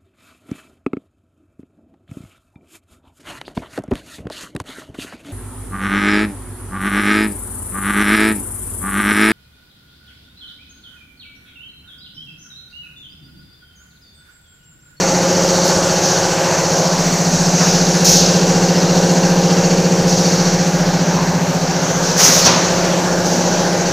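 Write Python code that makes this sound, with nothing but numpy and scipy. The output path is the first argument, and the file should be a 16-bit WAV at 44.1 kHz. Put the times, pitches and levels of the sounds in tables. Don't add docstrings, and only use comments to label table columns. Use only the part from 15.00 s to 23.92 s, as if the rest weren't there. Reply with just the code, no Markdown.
import sys
import numpy as np
from scipy import signal
from scipy.fft import rfft, irfft
from scipy.io import wavfile

SR = 44100
rng = np.random.default_rng(int(sys.argv[2]) if len(sys.argv) > 2 else 0)


def to_wav(sig):
    pcm = np.clip(np.atleast_2d(sig), -1, 1) * 32767
    pcm = np.round(pcm).astype(np.int16)
    wavfile.write(sys.argv[1], SR, pcm.T)


def magnitude_from_level(level_db):
    exponent = np.asarray(level_db, float) / 20
    return 10 ** exponent


N = 393372
TIME = np.arange(N) / SR
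HZ = np.maximum(np.fft.rfftfreq(N, 1 / SR), 1)

# time in seconds, progress along the route (0-5), pump level by nearness in dB.
MIC_PATH = [(0, 0.01, -1.5), (.5, 0.0075, 0), (1.3, 0.35, -1.5), (2.0, 0.98, -2), (2.55, 1.24, 0.3),
            (3.0, 1.61, -0.6), (3.8, 2.1, -.5), (4.5, 2.13, 0.4), (5.3, 2.2, -0.8), (5.8, 2.7, 0),
            (6.3, 3.08, 0.5), (7.0, 3.6, 1.2), (7.7, 3.89, -1), (8.92, 5.05, -1.7)]
ROUTE_SPOTS = [0, 1, 2, 1, 3]
# progress, conveyor rumble in dB, leaking air in dB, fans in dB,
# distant clatter in dB.
HALL_STOPS = [(0, 1, 1.5, -3, 0.5), (.6, 3, 1, -5, 1.5), (.9, 5, 0, -3, -1.5), (1.05, -2, 1, 2, -0.5),
              (1.8, -3, 1.5, 4, 0), (2.1, -2.5, -1, 1, -0.5), (2.45, -5, -2, 4, 1), (2.7, -4, -4.5, 3, 0.5),
              (3.3, 0, -4.5, -4, -2), (4.05, 1, -1, -1, 0.6), (4.5, 0, -4, -2, -1),
              (4.9, -1.5, -2.5, 0, 0.5)]

ROAR_ANCHOR_HZ = [200, 500, 2000, 6000, 11000]
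# frequency in Hz, level in dB per Hz.
ROAR_SPECTRUM = [(18, -40), (30, -30), (50, -29), (100, -13), (170, -10), (240, -13.5), (400, -11.5),
                 (600, -7.5), (850, -11.5), (1100, -14),
                 (1300, -16.5), (1520, -13.5), (2000, -20.5), (2800, -22), (3500, -24), (4400, -17.5),
             (4900, -19), (5900, -12.5), (6600, -16), (7600, -24), (8400, -33.5), (10000, -37.5),
             (12000, -41), (15600, -41)]
# frequency in Hz, width in Hz, level above the hiss in dB.
LEAK_WHISTLES = [(5800, 43, 1.5), (6220, 26, 4.5), (6540, 43, 5.5)]
ROAR_DB = -19
AIR_TOP_SHARE = 0.88

# frequency in Hz, level in dB.
FANS = [(23.6, -43), (26.2, -44.5)]
# start in seconds, level in dB, frequency in Hz, length in seconds.
SQUEAKS = [
    (3.762, -26, 5330, .02),
    (3.785, -26, 5150, .015),
    (7.42, -21, 4400, .025),
]
# start in seconds, level in dB, centre in Hz, width in octaves,
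# t60 in seconds.
THUMPS = [(0.76, -26, 72, 0.8, 0.27), (6.15, -26, 990, .3, 1.3), (2.95, -27.5, 1500, .4, .9),
          (.69, -21, 730, 1.4, 0.4), (2.6, -20.5, 1130, 0.92, 0.53), (3.1, -32, 84, 0.56, 1.7),
          (5.0, -23, 140, 0.79, 0.78), (7.17, -17, 1100, 1.9, 2.3), (7.455, -15.5, 690, 1.24, 0.77),
          (7.45, -26.5, 100, 0.64, 0.72), (7.27, -26, 250, 0.16, 1.1), (7.45, -25.5, 243, 0.086, 0.66),
          (7.452, -25, 3400, 0.47, 0.76), (3.5, -36, 2020, 0.085, .4), (8.33, -21, 234, 0.2, .7),
          (8.45, -19, 630, 0.39, .8)]
THUMP_RISE_PER_T60 = 0.016

# start in seconds, level in dB, rise in seconds, hold in seconds, top tilt in dB.
JETS = [(0.643, -21, .012, .03, 0), (1.01, -18.5, 0.033, 0.07, -10), (2.557, -18.5, 0.031, 0.16, -12),
        (3.043, -11.5, 0.0056, 0.075, -0.5), (3.103, -22, 0.046, 0.065, -10), (5.06, -20, 0.017, 0.19, -9),
        (7.025, -20, 0.016, 0.059, -10), (7.163, -13, 0.035, 0.083, 2.5), (7.228, -20, 0.018, 0.026, -4),
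        (7.3, -19, 0.05, 0.044, 2.5), (7.396, -25, 0.012, 0.016, -10), (7.44, -12.5, 0.017, 0.0087, -12),
        (7.5, -26.5, 0.026, 0.25, -14), (8.233, -24.5, 0.023, 0.11, -5)]
# frequency in Hz, level in dB per Hz.
JET_SPECTRUM = [(1500, -45), (2500, -17), (3050, -18.5), (4000, -10.5), (5000, -4), (5900, 1), (6570, -0.5),
                (8130, -20), (11700, -20.5), (15600, -20)]
JET_T60_S, JET_T60_PER_HOLD = 0.18, 5.9

# frequency in Hz, width in Hz, levels at the four spots in dB,
# progress where shading sets in.
VALVE_RESONANCES = [(2770, 70, [-48, -55, -38.5, -50], 2.12), (4460, 190, [-32.5, -36.5, -36, -44], 2.4)]
VALVE_AT_S, VALVE_T60_S = .004, .13

STROKE_HZ = 14.692
# multiple of the stroke rate, then levels in dB at grippers,
# behind door, at conveyor, at filler.
SHELL_ORDERS = [(4, -48, -53, -54, -50), (5, -48, -51, -49, -49), (7, -40, -44, -46, -43),
                (8, -49, -42, -40, -47), (10, -35, -32, -33, -35), (11, -32, -22, -22, -29),
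                (12, -21, -19, -16, -20), (13, -29, -31, -25, -29), (14, -37, -33, -32, -36)]
# multiple of the stroke rate, then
# levels in dB at the same four spots.
PIPE_AND_FRAME_ORDERS = [(17, -42, -36, -34, -43), (23, -33, -37, -31, -31), (24, -34, -38, -31, -35),
                         (25, -29, -36, -32, -30), (27, -36, -38, -31, -34), (31, -37, -40, -28, -37),
                         (33, -37, -45, -30, -42), (35, -43, -40, -30, -33), (36, -26, -38, -26, -40),
                         (37, -27, -39, -32, -28), (41, -42, -42, -37, -35), (51, -40, -37, -37, -55),
                         (55, -36, -40, -34, -32), (59, -34, -42, -52, -38),
                         (18, -41, -36, -36, -38), (19, -41, -37, -46, -52), (20, -38, -44, -35, -37),
                (22, -36, -44, -41, -34), (26, -47, -42, -39, -48), (28, -41, -40, -39, -42),
                (34, -36, -43, -41, -34), (38, -35, -40, -38, -45), (39, -40, -41, -36, -50),
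                (43, -36, -48, -50, -36), (44, -43, -44, -40, -37), (47, -37, -45, -41, -37),
                (53, -42, -40, -40, -44), (56, -36, -41, -38, -37)]
FAINT_ORDERS = [16, 29, 30, 32, 40, 42, 46, 48, 50, 54, 57, 58, 61, 62, 63, 64, 66]
FAINT_DB, FAINT_SCATTER_DB = -44.5, 3
WALL_LEAD_RAD = [2.2, 0, 0, 2.0]
SMEAR_RAD, LAG_DRIFT_RAD = 1.2, -.42

# frequency in Hz, level in dB per Hz.
SELF_NOISE = [(4000, -30), (9000, -6), (13000, 4), (15600, 2)]
SELF_NOISE_DB = -47
CUTOFF_HZ = 15560


def rms_one(x):
    return x / np.sqrt(np.mean(x ** 2) + 1e-20)


def in_time(rows):
    s, *columns = np.transpose(rows)
    return [np.interp(TIME, s, c) for c in columns]


def along_route(column):
    stops = np.transpose(HALL_STOPS)
    return np.interp(in_time(MIC_PATH)[0], stops[0], stops[column])


def coloured(points):
    hz, db = np.transpose(points)
    shape = magnitude_from_level(np.interp(np.log(HZ), np.log(hz), db))
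    return rfft(rng.standard_normal(N)) * shape / np.sqrt(np.mean(shape ** 2))


def drift(rate_hz):
    knots_hz = 80
    knots = rng.standard_normal(int(N / SR * knots_hz) + 2)
    r = np.exp(-2 * np.pi * rate_hz / knots_hz)
    slow = signal.lfilter([1], [1, -2 * r, r * r], np.tile(knots, 2))[len(knots):]
    return np.interp(TIME * knots_hz, np.arange(len(slow)), rms_one(slow - slow.mean()))


def burst(start_s, rise_s, hold_s, t60_s):
    since = TIME - start_s
    fall_s = np.clip(since - rise_s - hold_s, 0, 3)
    return np.clip(since / max(rise_s, 1e-3), 0, 1) * magnitude_from_level(-60 * fall_s / t60_s)


def hall(curves_db, patchy_db, rattle_db):
    whistles_db = sum(db * np.exp(-((HZ - hz) / width) ** 2) for hz, width, db in LEAK_WHISTLES)
    roar = coloured(ROAR_SPECTRUM) * magnitude_from_level(whistles_db)
    change_db = np.array([np.zeros(N)] + curves_db)
    rattle = drift(9)
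    stroke = np.cos(2 * np.pi * (STROKE_HZ * TIME - .4))
    shared_db = rattle_db * rattle + 0.24 * stroke
    out = 0
    for centre in np.log2(12.5) + np.arange(32) / 3:
        window = np.cos(np.pi / 2 * np.clip(3 * (np.log2(HZ) - centre), -1, 1)) ** 2
        place = np.interp(centre, np.log2(ROAR_ANCHOR_HZ), np.arange(5))
        slow_db = np.clip(1 - abs(place - np.arange(5)), 0, 1) @ change_db
        level_db = slow_db + patchy_db * drift(2.3) + min(place, 3) * shared_db
        out = out + irfft(roar * window, N) * magnitude_from_level(level_db)
    return magnitude_from_level(ROAR_DB) * out


def fans():
    lines = sum(magnitude_from_level(db) * np.cos(2 * np.pi * hz * (TIME - 2.8)) for hz, db in FANS)
    return np.sqrt(2) * lines * magnitude_from_level(along_route(column=3))


def squeaks():
    out = 0
    for s, db, hz, length_s in SQUEAKS:
        out = out + magnitude_from_level(db) * burst(s, 0.0046, length_s, .04) * np.sin(2 * np.pi * hz * TIME)
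    return out


def thumps():
    white = rfft(rng.standard_normal(N))
    out = 0
    for s, db, hz, octaves, t60_s in THUMPS:
        shape = burst(s, THUMP_RISE_PER_T60 * t60_s, 0, t60_s) * (TIME < s + t60_s)
        band = irfft(white * np.exp(-(np.log2(HZ / hz) / octaves) ** 2), N)
        out = out + magnitude_from_level(db) * np.std(shape) * rms_one(shape * band)
    return out


def jets():
    noise = coloured(JET_SPECTRUM)
    bright = 1 / (1 + (8000 / HZ) ** 6)
    dark = 1 / (1 + (HZ / 5000) ** 8)
    low = irfft(noise * dark, N)
    body = irfft(noise * (1 - bright - dark), N)
    top = irfft(noise * bright, N)
    out = 0
    for s, db, rise_s, hold_s, tilt_db in JETS:
        t60_s = JET_T60_S + JET_T60_PER_HOLD * hold_s
        jet = low * burst(s, rise_s + 0.014, hold_s, 1.5 * t60_s)
        jet = jet + body * burst(s, rise_s, hold_s, t60_s)
        jet = jet + magnitude_from_level(tilt_db) * top * burst(s, rise_s, hold_s, 0.61 * t60_s)
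        out = out + magnitude_from_level(db) * jet
    return out * magnitude_from_level(.8 * drift(25))


def valve():
    progress = in_time(MIC_PATH)[0]
    since = (TIME - VALVE_AT_S) % (1 / STROKE_HZ)
    repeated = rng.standard_normal(SR)[(since * SR).astype(int)]
    puff = .8 * repeated + .6 * rng.standard_normal(N)
    puff = puff * np.minimum(since / .005, 1) * magnitude_from_level(-60 * since / VALVE_T60_S + 1.5 * drift(3))
    out = 0
    for hz, width_hz, level_db, shaded_from in VALVE_RESONANCES:
        shade_db = -7 * np.clip(8 * (progress - shaded_from), 0, 1) * np.clip(4 - progress, 0, 1)
        heard_db = np.interp(progress, np.arange(5), np.array(level_db)[ROUTE_SPOTS]) + shade_db
        r = np.exp(-np.pi * width_hz * 1.5 / SR)
        poles = [1, -2 * r * np.cos(2 * np.pi * hz / SR), r * r]
        ring = signal.lfilter([1, 0, -1], poles, puff)
        ring = signal.lfilter([1], poles, ring)
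        out = out + magnitude_from_level(heard_db) * rms_one(ring)
    return out


def pump():
    hop = 64
    progress, near_db = [c[::hop] for c in in_time(MIC_PATH)]
    progress = np.clip(progress, 0, 4)
    shaded = np.interp(progress, [0, .85, 1, 1.2, 1.7, 2, 3, 3.6, 4], [0, .2, 1, 1.1, 1.9, 2, 3, 3.3, 4])
    smear = np.cumsum(SMEAR_RAD * rng.standard_normal(70) + LAG_DRIFT_RAD * (np.arange(70) - 33))
    faint = [(order, *(FAINT_DB + FAINT_SCATTER_DB * rng.standard_normal(4))) for order in FAINT_ORDERS]
    out = np.zeros(N)
    for order, *level_db in sorted(SHELL_ORDERS + PIPE_AND_FRAME_ORDERS + faint):
        scattered = order > 14
        phase = np.pi * (order + np.clip((order - 12) / 2, 0, 1) ** 2)
        phase = phase + np.array(WALL_LEAD_RAD) * (order > 11)
        phase = phase + (rng.uniform(-1, 1, 4) + smear[order]) * scattered
        field = magnitude_from_level(np.array(level_db)) * np.exp(1j * phase)
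        place = shaded if scattered else progress
        weight = np.clip(1 - abs(place - np.arange(5)[:, None]), 0, 1)
        wander_db = 1.0 * scattered + .05 * max(order - 10, 0) * drift(.8)[::hop]
        here = (field[ROUTE_SPOTS] @ weight) * magnitude_from_level(near_db + wander_db)
        here = here * np.exp(.45j * scattered * drift(1.2)[::hop])
        turn = 2 * np.pi * order * STROKE_HZ * TIME
        out += np.interp(TIME, TIME[::hop], here.real) * np.cos(turn)
        out -= np.interp(TIME, TIME[::hop], here.imag) * np.sin(turn)
    return np.sqrt(2) * out


def scene():
    rumble_db, air_db, clatter_db = along_route(column=1), along_route(column=2), along_route(column=4)
    curves_db = [rumble_db, clatter_db, air_db, AIR_TOP_SHARE * air_db]
    mono = hall(curves_db, patchy_db=1.28, rattle_db=0.1555) + fans()
    mono = mono + squeaks() + thumps() + jets() + valve() + pump()
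    return np.array([mono, mono])


def band_limit(x):
    return signal.sosfilt(signal.butter(12, 15810, fs=SR, output="sos"), x)


def record(dry):
    heard = dry + magnitude_from_level(SELF_NOISE_DB) * irfft(coloured(SELF_NOISE), N)
    rounded = heard / (1 + abs(heard / .98) ** 8) ** (1 / 8)
    mix = irfft(rfft(rounded) * (HZ < CUTOFF_HZ), N)
    return band_limit(mix)


dry = scene()
out = record(dry)
to_wav(out)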